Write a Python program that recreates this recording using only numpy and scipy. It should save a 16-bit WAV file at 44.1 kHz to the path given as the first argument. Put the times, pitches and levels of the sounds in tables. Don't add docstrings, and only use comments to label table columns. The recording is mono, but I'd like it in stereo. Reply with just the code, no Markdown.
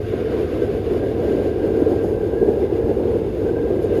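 import sys
import numpy as np
from scipy import signal
from scipy.fft import rfft, irfft
from scipy.io import wavfile
from scipy.ndimage import uniform_filter1d

SR = 44100
rng = np.random.default_rng(int(sys.argv[2]) if len(sys.argv) > 2 else 0)


def master_out(mix):
    frames = np.transpose(np.atleast_2d(mix))
    ceiling = np.clip(frames, -1, 1)
    pcm = np.round(ceiling * 32767).astype(np.int16)
    wavfile.write(sys.argv[1], SR, pcm)


N = 176400
FLAME_LEAD_MS, AIR_LEAD_MS = 0.23, 0.048


# (t/s, level/dB)
FLAME_STRENGTH = [(0.0, -21.5), (0.05, -29), (0.2, -23.5), (0.43, -19.5), (0.5, -26.5), (0.58, -19),
                  (0.82, -24), (0.9, -19.5), (1.12, -21.5), (1.35, -17.5), (1.45, -20.5), (1.7, -18),
                  (1.95, -16.5), (2.0, -21), (2.1, -18), (2.25, -22), (2.45, -16.5), (2.68, -20.5),
                  (2.9, -18), (2.94, -21), (3.0, -17), (3.17, -18.5), (3.31, -24.5), (3.47, -19.5),
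                  (3.8, -18.5), (4.0, -18.5)]
# (f/Hz, level/dB)
POT_TONE = [(110, -34.5), (170, -14), (235, -11), (295, -5.5), (335, -2), (455, 1), (530, -9), (640, -17),
            (750, -20), (860, -29.5), (1020, -28), (1250, -45), (1450, -35), (1800, -37.5), (4000, -66.5)]
# (t/s, f/Hz, level/dB)
POT_RING = [(0, 670, -44.5), (0.9, 690.4, -40), (1.4, 718, -44), (1.9, 770, -46.5), (2.5, 805, -42.5),
            (3.02, 841.7, -41.5), (3.3, 828, -50.5), (4, 784, -45.5)]
# (t/s, flame and whistle/dB, air/dB)
LEFT_BIAS = [(0, 8.5, 4), (.5, 6.5, 7), (1.1, 5.5, 9.5), (1.8, 4.5, 8), (2.5, 4, 4), (3.3, 2.5, 3.5),
             (4, 3, 4)]
def roar(flutter):
    db = curve(FLAME_STRENGTH) + flare_ups(column=1) + 0.6 + 0.96 * flutter
    burning = even(colour(noise(), POT_TONE)) * undb(db)
    phase = 2 * np.pi * np.cumsum(curve(POT_RING)) / SR
    ring = walk(150) * np.cos(phase) + walk(150) * np.sin(phase)
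    ring *= undb(curve(POT_RING, column=2))
    return hear(burning + ring, curve(LEFT_BIAS), FLAME_LEAD_MS, room_db=-8.5)


# (f/Hz, level/dB)
RUMBLE_TONE = [(20, -34), (32, -23), (45, -5), (68, 2), (112, 2), (140, -6), (175, -9), (260, -25.5),
               (500, -58)]
def rumble():
    gas = even(colour(noise(), RUMBLE_TONE)) * undb(-29 + flare_ups(column=2))
    return hear(gas, pan_db=2.44, lead_ms=FLAME_LEAD_MS, room_db=-8.5)


# (t/s, roar change/dB, rumble change/dB)
FLARE_UPS = [(0.138, 9, -8), (0.917, 2, 3), (0.945, 5.5, 0), (1.04, 7, -4.5), (1.675, 1, 9), (1.827, 6, 0),
             (2.046, 6.5, -6), (2.431, 6, -1), (2.493, 4.5, 3), (2.85, 2.5, 8), (3.12, 1, 6),
             (3.705, 2.5, 2), (3.99, 3, 3)]
def flare_ups(column, half_length_s=0.0071):
    t = np.arange(N) / SR
    rows = np.array(FLARE_UPS)
    bumps = np.exp(-.5 * ((t[:, None] - rows[:, 0]) / half_length_s) ** 2)
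    return bumps @ rows[:, column]


# (t/s, level/dB)
AIR_STRENGTH = [(0.0, -48), (0.41, -46), (0.51, -47.5), (0.56, -47), (0.82, -49.5), (0.92, -47),
                (1.04, -48.5), (1.17, -50.5), (1.29, -47.5), (1.53, -50), (1.61, -49.5), (2.1, -50.5),
                (2.17, -52.5), (2.45, -51.5), (2.85, -50.5), (2.92, -52), (3.05, -48.5), (3.13, -51),
                (3.65, -51.5), (3.98, -47.5)]
# (f/Hz, level/dB)
AIR_TONE = [(500, -22.5), (1000, 1.5), (1400, 3), (1780, -1.5), (2070, 0.5), (2450, -2), (2880, -1.5),
            (3250, -6.5), (3520, -3.5), (3900, -9), (5000, -12), (5700, -18), (9000, -43)]
def air_rush(flutter):
    rush = colour(noise(), AIR_TONE) * undb(curve(AIR_STRENGTH) + 3.5 + 0.87 * flutter)
    return hear(rush, curve(LEFT_BIAS, column=2), AIR_LEAD_MS, room_db=-3)


# (t/s, f/Hz, level/dB)
JET_WHISTLE = [(0, 1581, -55), (0.3, 1587, -50), (0.55, 1569, -53), (0.66, 1580, -47), (0.9, 1585, -62),
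               (1.04, 1600, -45), (1.13, 1605, -53), (1.25, 1574, -48), (1.44, 1576, -48.5),
               (1.85, 1590, -49.5), (2.27, 1570, -52), (2.41, 1618, -46.5), (2.6, 1628, -53.5),
               (2.75, 1597, -55), (2.89, 1645, -53), (3.3, 1576, -64), (3.52, 1568, -45.5),
               (3.75, 1590, -52), (3.92, 1590, -49), (4, 1586, -47)]
def whistle(jitter_hz=25, flicker_db=3.5, shakes_per_s=95):
    hz = curve(JET_WHISTLE) + jitter_hz * walk(shakes_per_s)
    db = curve(JET_WHISTLE, column=2) - 0.5 + flicker_db * walk(shakes_per_s)
    tone = np.sqrt(2) * np.sin(2 * np.pi * np.cumsum(hz) / SR) * undb(db)
    return hear(tone, curve(LEFT_BIAS), AIR_LEAD_MS, room_db=-4.5)


# (t/s, level/dB)
SIZZLE_STRENGTH = [(0.0, -62), (0.2, -65), (0.39, -61.5), (0.48, -62), (0.57, -62), (0.83, -64.5),
                   (0.93, -60.5), (1.04, -62.5), (1.14, -64), (1.3, -60.5), (1.53, -64), (1.6, -63.5),
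                   (1.97, -61), (2.0, -65), (2.04, -59), (2.11, -59.5), (2.15, -65.5), (2.27, -65.5),
                   (2.49, -62), (2.66, -65.5), (3.07, -63.5), (3.3, -66), (3.44, -64.5), (3.54, -66),
                   (3.8, -64.5), (3.835, -55.5), (3.9, -67), (3.97, -58)]
# (f/Hz, level/dB)
SIZZLE_TONE = [(2500, -20), (4000, -8.5), (5000, 1.5), (5600, -9), (6700, 5.5), (8000, -6.5), (9400, 0),
               (11000, 1.5), (12500, -9), (14200, -9), (15500, -21)]
def sizzle(flutter):
    hiss = colour(noise(), SIZZLE_TONE) * undb(curve(SIZZLE_STRENGTH) + 10 + 1.2 * flutter)
    return hear(hiss, pan_db=0, lead_ms=-0.06, room_db=-8.5)


# (f/Hz, level/dB)
MOTOR_TONES = [(99.3, -39.5), (231, -38.5), (2137, -77), (2597, -85)]
def motor():
    speed = 1 + 0.0022 * walk(4)
    phase_per_hz = 2 * np.pi * np.cumsum(speed) / SR
    return sum(np.sqrt(2) * undb(db + 2.3 * walk(2.7)) * np.sin(hz * phase_per_hz)
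               for hz, db in MOTOR_TONES)


def hear(x, pan_db, lead_ms, room_db, fade_s=.25, bass_hz=300):
    sides = np.array([[1], [-1]])
    x = x * signal.windows.tukey(N, .003)
    direct = irfft(rfft(x) * np.exp(1j * np.pi * bins() * sides * lead_ms / 1000), N)
    size = 1024
    hz, _, slices = signal.stft(x, SR, nperseg=size)
    linger = undb(-60 * size / SR / fade_s)
    power = signal.lfilter([1 - linger], [1, -linger], np.abs(slices) ** 2)
    scatter = np.exp(2j * np.pi * rng.random((2,) + slices.shape))
    bass_cut = (hz ** 2 / (hz ** 2 + bass_hz ** 2))[:, None]
    echo = signal.istft(np.sqrt(2 * power) * bass_cut * scatter)[1][:, :N]
    mix = (direct + undb(room_db) * echo) / np.hypot(1, undb(room_db))
    return mix * undb(sides * pan_db / 2)


def even(x, span_s=.09):
    return unit(x / np.sqrt(uniform_filter1d(x ** 2, int(span_s * SR))))


def colour(x, points):
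    hz, db = np.array(points).T
    gain = undb(np.interp(np.log(bins() + 1), np.log(hz), db))
    return unit(irfft(rfft(x) * gain, N))


def walk(rate):
    return unit(irfft(rfft(noise()) * (bins() > 0) / (1 + (bins() / (rate / 2)) ** 4), N))


def curve(table, column=1):
    rows = np.array(table)
    return np.interp(np.arange(N) / SR, rows[:, 0], rows[:, column])


def noise():
    return rng.standard_normal(N)


def bins():
    return np.arange(N // 2 + 1) * SR / N


def undb(db):
    return 10 ** (np.asarray(db) / 20)


def unit(x):
    return x / np.sqrt(np.mean(x ** 2))


def scene():
    flutter = walk(24)
    return roar(flutter) + rumble() + air_rush(flutter) + whistle() + sizzle(flutter) + motor()


def record(dry, top_hz=15000):
    return signal.sosfilt(signal.ellip(8, .2, 70, top_hz, fs=SR, output="sos"), dry)


dry = scene()
out = record(dry)
master_out(out)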